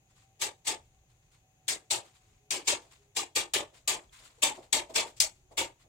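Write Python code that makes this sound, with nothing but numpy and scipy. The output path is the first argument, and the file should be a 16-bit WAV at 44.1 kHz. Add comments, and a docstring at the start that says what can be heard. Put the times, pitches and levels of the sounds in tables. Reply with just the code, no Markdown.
"""Room rumble and hiss run throughout with faint hums; plastic sheeting rustles, and a hand stapler fires
in short runs at the far side of a large workshop, played faster than life.
Each shot is noise decaying band by band, ringing the gun and the wooden frame and filling the hall;
speeding up splices the echo into short slices. Rustles are crackling noise grains under drawn gestures;
hums, short tonal swells and steel snaps are sines, the room is coloured noise."""
import sys
import numpy as np
from scipy import signal
from scipy.fft import rfft, irfft
from scipy.io import wavfile
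from scipy.ndimage import uniform_filter1d

SR = 44100
rng = np.random.default_rng(int(sys.argv[2]) if len(sys.argv) > 2 else 0)


def field_ratio(decibels):
    """Amplitude ratio for a level in dB (20 dB per decade); scalars and array-likes work."""
    return 10 ** (np.asarray(decibels, dtype=float) / 20)


def unload_wav(signal):
    """Save mono or channel-first audio to the path in sys.argv[1] as 16-bit WAV at rate SR, clipped to [-1, 1]."""
    wavfile.write(
        sys.argv[1],
        SR,
        np.round(np.clip(np.atleast_2d(signal).T, -1, 1) * 32767).astype(np.int16),
    )


N = 259308


def evened(x):
    """Scales to rms 1."""
    return x / np.sqrt(np.mean(x ** 2) + 1e-20)


def read(points, hz):
    """Reads a curve on a log-frequency axis."""
    f, value = np.transpose(points)
    return np.interp(np.log(hz + 1), np.log(f + 1), value)


def humps(modes, hz):
    """Power gain of resonances standing on a flat response."""
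    return 1 + sum(field_ratio(db) ** 2 / (1 + (2 * (hz - f) / width) ** 2) for f, width, db in modes)


def add(mix, start_s, sound):
    """Mixes a stereo sound in at start_s."""
    part = mix[:, max(round(start_s * SR), 0):][:, :sound.shape[1]]
    part += sound[:, :part.shape[1]]


def at_ports(pair, gain, same, left):
    """Colours two unrelated signals into a left and right port of given likeness and balance."""
    size = pair.shape[1]
    hz = np.fft.rfftfreq(size, 1 / SR)
    a, b = rfft(pair, axis=1) * gain(hz)
    likeness = np.clip(read(same, hz), -1, 1)
    tilt = field_ratio(read(left, hz) / 2)
    right = likeness * a + np.sqrt(1 - likeness ** 2) * b
    return irfft(np.array([a * tilt, right / tilt]), size, axis=1)


def patches(shape, depth_db, bins, frames):
    """Random lumps over frequency and time, as a gain."""
    lumps = uniform_filter1d(rng.standard_normal(shape), bins, axis=0)
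    lumps = uniform_filter1d(lumps, frames, axis=1)
    return field_ratio(depth_db * evened(lumps))


def gestures(rows, rise_db_per_s, rest_db):
    """Gain of overlapping gestures that rise, hold and fall above a resting level."""
    t = np.arange(0, N + 64, 64) / SR
    power = field_ratio(rest_db) ** 2
    for s, hold_s, db, fall_db_per_s in rows:
        rise = rise_db_per_s * np.maximum(s - t, 0)
        fall = fall_db_per_s * np.maximum(t - s - hold_s, 0)
        power = power + field_ratio(db - rise - fall) ** 2
    return np.interp(np.arange(N) / SR, t, np.sqrt(power))


# Room noise spectrum. Each row: frequency in Hz, relative density in dB per Hz.
ROOM_COLOUR = [(50, -35), (85, -6), (118, 2), (213, -17.5), (338, -17.5), (377, -19.5), (682, -26.5),
               (761, -13), (947, -32.5), (2650, -23.5), (5120, -37), (6810, -18.5), (7430, -35.5),
               (16000, -38)]
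# Steady whine bands. Each row: frequency in Hz, width in Hz, level in dB.
WHINES = [(2540, 65, -86.5), (6885, 60, -89.5), (6480, 810, -82.5)]
# Room port likeness. Each row: frequency in Hz, correlation from -1 to 1.
ROOM_SAME = [(60, 1), (130, 0.98), (290, 1), (640, 0.65), (1410, -0.012), (3100, -0.8), (6820, -0.0076),
             (15000, 1)]
# Room port balance. Each row: frequency in Hz, left minus right in dB.
ROOM_LEFT = [(60, 3.5), (180, -4), (550, 5.5), (1650, 0), (4970, 7), (15000, -2)]
ROOM_DB = -69.5


def room():
    """Room noise and hiss, with whines as narrow resonant bands of noise."""
    noise = rng.standard_normal((2, N))
    air = field_ratio(ROOM_DB) * evened(at_ports(noise, lambda f: field_ratio(read(ROOM_COLOUR, f)), ROOM_SAME, ROOM_LEFT))
    for hz, width_hz, db in WHINES:
        band = lambda f: 1 / (1 + (2 * (f - hz) / width_hz) ** 2)
        air += field_ratio(db) * evened(at_ports(rng.standard_normal((2, N)), band, ROOM_SAME, ROOM_LEFT))
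    return air


# Low air movement. Each row: time in seconds, level in dB.
RUMBLE = [(0, -74.5), (.6, -77.5), (.8, -68), (1.15, -70.5), (1.5, -78.5), (2.1, -80), (2.33, -69.5),
          (2.5, -74.5), (3.7, -73.5), (4.0, -64.5), (4.35, -76), (4.8, -70), (5.15, -71.5), (5.5, -66),
          (5.88, -72.5)]
PUSH_DB, PUSH_LATE_S, PUSH_S = -69.5, .065, 0.039  # every shot pushes the low air


def rumble():
    """Low noise gathered around one note, alike at both ports, swelling after every shot."""
    band = lambda f: 1 / (1 + (2 * (f - 46.0) / 56.0) ** 2) * f / (f + 38.0)
    low = evened(at_ports(rng.standard_normal((2, N)), band, [(50, 0.98)], [(50, 0.00083)]))
    t = np.arange(N) / SR
    pushes = sum(field_ratio(PUSH_DB) * np.exp(-((t - row[0] - PUSH_LATE_S) / PUSH_S) ** 2) for row in SHOTS)
    return low * (field_ratio(np.interp(t, *np.transpose(RUMBLE))) + pushes)


# Faint hum drifting down. 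Each row: time in seconds, frequency in Hz, level in dB before waver.
HUM_HIGH = [(0, 777, -85), (.4, 771, -79), (.9, 761, -83.5), (1.2, 765, -95), (1.38, 750, -90),
            (1.52, 754, -79.5), (2.1, 749, -81), (2.9, 748, -83.5), (3.05, 740, -95.5)]
# Short low tones. Each row: start in seconds, length in seconds, frequency in Hz, level in dB before waver.
HUM_LOW = [(2.268, .24, 416, -79.5), (2.929, .2, 407, -75), (3.978, .18, 387, -76), (5.3, .2, 370, -79.5)]


def hum(rows, waver=0.76, edge_s=0.025):
    """A near-pure tone whose strength wavers."""
    s, hz, db = np.transpose(rows)
    t = np.arange(s[0], s[-1], 1 / SR)
    drift = uniform_filter1d(rng.standard_normal((2, len(t))), 1500, axis=1)
    wobble = 1 + waver * evened(drift)
    tone = np.sqrt(2) * np.sin(2 * np.pi * np.cumsum(np.interp(t, s, hz)) / SR)
    edges = np.clip(np.minimum(t - t[0], t[-1] - t) / edge_s, 0, 1)
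    return s[0], wobble * tone * field_ratio(np.interp(t, s, db)) * edges


# Sheet rustles, and the noisy late hall tail left after some shots.
# Each row: start of hold in seconds, hold in seconds, level in dB, fall in dB per second.
RUSTLES = [(.1, .01, -71, 250), (.16, .075, -67.5, 240), (.85, .01, -79, 88), (1.1, .015, -73, 180),
           (1.225, .02, -79, 112), (1.32, .025, -66, 260), (2.05, .01, -60.5, 160), (2.15, .01, -64, 242),
           (2.21, .15, -73.5, 154), (2.82, .01, -62.5, 127), (2.915, .01, -58.5, 200),
           (3.025, .01, -73, 304.5), (3.745, .03, -59.5, 283), (4.03, .01, -68.5, 330),
           (4.13, .02, -55.5, 92.5), (4.19, .01, -58, 200), (4.24, .03, -55, 347), (4.31, .09, -69, 61.5),
           (4.55, 0.012, -56.5, 218.5), (4.63, .01, -60, 290), (4.9, .01, -56.5, 338),
           (5.07, .01, -49.5, 329), (5.178, .01, -61.5, 404.5), (5.36, .005, -72.5, 380),
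           (5.518, .01, -62.5, 601), (5.8, .03, -66, 450)]
# Sheet spectrum. Each row: frequency in Hz, relative density in dB per Hz.
SHEET = [(590, -37.5), (1000, -2), (1100, -4), (1690, -7), (2130, -4), (2560, -6), (3230, -5.5),
         (3580, -4.5), (6110, -11), (7440, -6.5), (9300, -14), (10900, -22), (16000, -26)]
# Frame bumped or jolted by a shot. Each row: peak time in seconds, level in dB, fall in dB per second.
THUMPS = [(.43, -52, 200), (.69, -52, 200), (1.72, -51.5, 202), (2.05, -62, 250), (2.83, -62.5, 122),
          (3.73, -64, 146), (4.2, -66.5, 72), (4.39, -64, 300), (4.578, -48.5, 203), (4.902, -47, 200.5),
          (5.06, -49, 241), (5.516, -54.5, 222), (5.849, -67, 200)]
# Thump spectrum before the timber modes. Each row: frequency in Hz, relative density in dB per Hz.
THUMP_COLOUR = [(120, -42), (200, -15), (263, -10.5), (504, -7.5), (658, -5.5), (852, -9.5), (1300, -22.5),
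                (1690, -49.5), (2860, -120)]
# Timber modes. Each row: frequency in Hz, width in Hz, height in dB re the flat response.
FRAME = [(364, 11, -2), (608, 20, -7), (849, 23, -2), (1120, 35, -4)]
# Port likeness. Each row: frequency in Hz, correlation.
SAME = [(60, 1), (120, 0.94), (240, 0.89), (480, 0.65), (950, 0.09), (1890, 0.05), (3770, 0.033),
        (7520, 0.25), (15000, 0.4)]
# Port balance. Each row: frequency in Hz, left minus right in dB.
LEFT = [(60, 1.5), (100, -1), (180, 1), (310, -0.5), (550, -0.5), (950, 1.5), (1650, 0), (2860, 2.0),
        (4970, 2.0), (8640, 7.5), (15000, 0.5)]
GRAINS_PER_S = 900
RUSTLE_RISE_DB_PER_S, RUSTLE_REST_DB = 1300, -81
THUMP_RISE_DB_PER_S, THUMP_REST_DB = 1500, -81


def rustle():
    """Crackling grains of the sheet over a patchy swish; the frame thumps when it is pushed."""
    crackle = field_ratio(3.8 * np.minimum(rng.exponential(1, N), 4)) * (rng.random(N) < GRAINS_PER_S / SR)
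    grains = rng.standard_normal((2, N)) * (1 + .5 * crackle)
    z = signal.stft(grains, nperseg=256, noverlap=192)[2]
    z = z * patches(z.shape[1:], 1.5, bins=4, frames=14)
    z = z * patches(z.shape[1:], 1.5, bins=60, frames=4)
    grains = signal.istft(z, nperseg=256, noverlap=192)[1][:, :N]
    sheet = evened(at_ports(grains, lambda f: field_ratio(read(SHEET, f)), SAME, LEFT))
    timber = lambda f: field_ratio(read(THUMP_COLOUR, f)) * np.sqrt(humps(FRAME, f))
    thump = evened(at_ports(rng.standard_normal((2, N)), timber, SAME, LEFT))
    bumps = [(s, 0, db, fall) for s, db, fall in THUMPS]
    return (sheet * gestures(RUSTLES, RUSTLE_RISE_DB_PER_S, RUSTLE_REST_DB)
            + thump * gestures(bumps, THUMP_RISE_DB_PER_S, THUMP_REST_DB))


# Shot spectrum before modes and tone. Each row: frequency in Hz, relative density in dB per Hz.
SHOT_COLOUR = [(47, -45), (80, -11), (203, -17.5), (338, -2.5), (672, -5), (917, 0), (1050, -7.5),
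               (1200, -4.5), (1310, -11.5), (1990, -6.5), (2220, -3), (5520, -12), (8050, -9), (9190, -18),
               (16000, -28)]
# Steel parts, before detuning. Each row: frequency in Hz, width in Hz, height in dB re the flat response.
GUN = [(1780, 21, 4), (2230, 21, -2.5), (2450, 38, -3.5), (3390, 65, 4), (3660, 54, 3), (4900, 67, -0.5),
       (5100, 40, -4), (6200, 83, -2.5), (7080, 130, -2), (8030, 67, -7)]
LOW_MID_DB, HIGH_MID_DB, MID_PER_FRAME = -4, 1.88, 0.59  # the mids rise with the frame's share


def coloured(echo, frame_db, top_db, ripple_db=3.0):
    """Gives reflections the ring of gun and frame; every blow detunes the gun and stirs other hall modes."""
    detune = 1 + 0.031 * rng.standard_normal(len(GUN))
    modes = [(f * d, width, db) for (f, width, db), d in zip(GUN, detune)] + FRAME
    mid_db = MID_PER_FRAME * frame_db
    tone = [(900, frame_db), (1500, mid_db + LOW_MID_DB), (3600, mid_db + HIGH_MID_DB),
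            (4600, 0.0011), (9000, 0.0011), (11000, top_db)]  # (Hz, dB)
    ripple = ripple_db * rng.standard_normal(400)  # one value every 55 Hz

    def gain(f):
        gain_db = read(SHOT_COLOUR, f) + read(tone, f) + np.interp(f / 55, np.arange(400), ripple)
        return field_ratio(gain_db) * np.sqrt(humps(modes, f))

    return at_ports(echo, gain, SAME, LEFT)


# Fainter slices of a shot ahead of it. Each row: start in seconds, level in dB, fade-in in ms.
LEADS = [(0.389, -46, 22), (.642, -44, 22.4), (1.668, -60.5, 6), (2.636, -48.5, 42), (3.147, -50, 8.7),
         (4.936, -41, 12), (5.16, -54.5, 13)]


def lead(s, db, fade_ms, hold_ms=11.0):
    """Shot-coloured noise fades in, holds for a fixed short time, then dies."""
    ms = np.arange(round(.06 * SR)) / SR * 1000
    fade_in = np.sin(np.pi / 2 * np.clip(ms / fade_ms, 0, 1)) ** 2
    die = np.exp(-np.maximum(ms - fade_ms - hold_ms, 0) / 11.0)
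    noise = rng.standard_normal((2, len(ms)))
    return s, field_ratio(db) * fade_in * die * evened(coloured(noise, frame_db=-11.5, top_db=-2.0))


# Stapler shots. Each row: start in seconds, relative level in dB, frame re gun in dB, top re gun in dB,
# rise in ms, pace of decay as a factor.
SHOTS = [(.407, -8, -8.5, -3, 19, 1.1), (.663, -7, -8, -6, 17.5, 1.074), (1.679, -5, -12, -2.5, 2.8, 1.027),
         (1.899, -6.5, -8, -3, 19.6, 1), (2.504, -9, -7, -2.5, 4.1, 0.86),
         (2.667, -2.5, -9.5, -8, 20.6, 1.004), (3.159, -7.5, -8.5, -4, 12, 1.034),
         (3.348, -5, -8, -5, 24, 1.06), (3.534, -6.5, -2, -2, 3.3, 0.98),
         (3.874, -5.5, -5.5, -1.5, 3.8, 0.93), (4.417, -4, -6, -2.5, 17.3, 0.97),
         (4.723, -4.5, -5, -1.7, 8.7, .99), (4.948, -5, -5.5, -5, 19.3, 1.026),
         (5.199, 1, -19.5, -3, 3.6, 1.17), (5.567, -8, -4.5, -2, 20, 1.008)]
# Hall decay at pace 1. Each row: age in seconds, level in dB.
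ECHO = [(0, -4), (.03, -10.5), (.06, -16.5), (.09, -29), (.12, -41.5), (.16, -52), (.25, -63.5)]
# Decay speed by band. Each row: frequency in Hz, speed as a factor.
PACE = [(150, 0.69), (500, 0.67), (1500, 0.78), (5000, 1.016), (9000, 1), (15000, 1.19)]
# Build-up by band, bass late. Each row: frequency in Hz, time constant in ms.
BUILD = [(150, 44), (600, 28), (1500, 5.1), (4000, 2.4)]
SLICE_S, SLICE_PHASE_TURNS, SLICE_DEPTH = .024, 0.25, .8


def shot(row, length_s=.45):
    """Dense reflections die band by band, in steps where the slices join."""
    s, level_db, frame_db, top_db, rise_ms, pace = row
    size = round(length_s * SR)
    taps = rng.standard_normal((2, size)) * field_ratio(1.92 * rng.standard_normal((2, size)))
    hz, t, z = signal.stft(taps, SR, nperseg=128, noverlap=96)
    build = 1 - np.exp(-t * 1000 / read(BUILD, hz)[:, None])
    t = np.maximum(t - rise_ms / 1500, 0)  # decay starts two thirds into the rise
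    # the first crack is brighter than its echo
    build *= 1 + 0.36 * (hz[:, None] / 12000) ** 3 * np.exp(-t / 0.015)
    # inside a slice the echo dies slowly, at each join it jumps ahead
    turn = 2 * np.pi * (t / SLICE_S + SLICE_PHASE_TURNS)
    swing = np.sin(turn) - np.sin(2 * np.pi * SLICE_PHASE_TURNS)
    age = t - SLICE_DEPTH * SLICE_S / (2 * np.pi) * swing
    decay_db = np.interp(pace * age * read(PACE, hz)[:, None], *np.transpose(ECHO))
    z *= field_ratio(decay_db) * build * patches(decay_db.shape, 1.92, bins=3, frames=14)
    echo = signal.istft(z, SR, nperseg=128, noverlap=96)[1][:, :size]
    ms = np.arange(size) / SR * 1000
    attack = np.sin(np.pi / 2 * np.clip(ms / max(rise_ms, .3), 0, 1)) ** 2
    fade = np.cos(np.pi / 2 * np.minimum(1.25 * ms / ms[-1], 1) ** 2) ** 2
    return s, field_ratio(level_db) * attack * fade * coloured(echo, frame_db, top_db)


# Brief tonal swells, mostly around the shots.
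# Each row: centre in seconds, peak in dB before port balance, frequency in Hz, width in ms.
SWELLS = [(.47, -39.5, 392, 11), (.726, -40, 386, 11), (1.948, -42.5, 358, 16.4), (2.583, -41.5, 375.6, 25),
          (2.732, -32, 588, 13), (3.199, -34.5, 1190, 9.6), (3.372, -37.5, 452, 13.5),
          (3.566, -29, 397, 12), (3.891, -40.5, 1184, 23.5), (4.388, -58.5, 475, 13),
          (4.437, -38.5, 615, 20.5), (4.46, -34, 910, 10), (4.521, -37.5, 849, 24),
          (4.593, -47.5, 365, 19.5), (4.808, -44, 907, 9), (4.907, -42, 647, 16), (4.992, -31.5, 640, 11.8),
          (5.02, -40, 900, 20), (5.248, -42, 637, 22), (5.63, -39.5, 913, 18.5)]
# Snaps and ticks of steel. Each row: centre in seconds, peak in dB before port balance, frequency in Hz.
SNAPS = [(4.096, -57, 3360), (4.437, -14.5, 8100), (4.73, -17, 7790), (4.736, -22.5, 3390),
         (5.204, -11.5, 5100)]
SNAP_MS = 2.4
THUD_HZ, THUD_DB, THUD_MS, THUD_LATE_S = 139.2, -55, 18.0, .025  # every shot thuds through the floor


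def swell(s, db, hz, width_ms):
    """A short swell of one sine, its phase differing between ports as far as they are unlike."""
    size = round(2 * width_ms / 1000 * SR)
    start, apart = rng.random(2)
    sides = np.array([[.5], [-.5]])
    shift = np.arccos(np.clip(read(SAME, hz), -1, 1)) * (2 * apart - 1) * sides
    tilt = field_ratio(read(LEFT, hz) * sides)
    tone = np.sin(2 * np.pi * (hz * np.arange(size) / SR + start) + shift)
    return s - size / 2 / SR, field_ratio(db) * tilt * tone * np.hanning(size)


def scene():
    """Room, rustle, hums and shots."""
    mix = room() + rumble() + rustle()
    add(mix, *hum(HUM_HIGH))
    for s, length_s, hz, db in HUM_LOW:
        add(mix, *hum([(s, hz, db), (s + length_s, hz, db)]))
    for row in LEADS:
        add(mix, *lead(*row))
    for row in SHOTS:
        add(mix, *shot(row))
        add(mix, *swell(row[0] + THUD_LATE_S, THUD_DB, THUD_HZ, THUD_MS))
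    for row in SWELLS:
        add(mix, *swell(*row))
    for row in SNAPS:
        add(mix, *swell(*row, SNAP_MS))
    return mix


def top_cut(x):
    """Nothing passes above the cut-off."""
    return signal.sosfilt(signal.butter(12, 16970, fs=SR, output="sos"), x)


# Microphone port resonances. Each row: frequency in Hz, width in Hz, height in dB re the flat response.
PORT = [(7280, 380, -3), (10000, 420, -5.5)]
EDGE_HZ = 15950


def record(dry):
    """Port resonances lift two treble bands; a steep band limit cuts the top."""
    hz = np.fft.rfftfreq(N, 1 / SR)
    power_gain = humps(PORT, hz) / (1 + (hz / EDGE_HZ) ** 200)
    heard = irfft(rfft(dry, axis=1) * np.sqrt(power_gain), N, axis=1)
    return top_cut(heard)


dry = scene()
out = record(dry)
unload_wav(out)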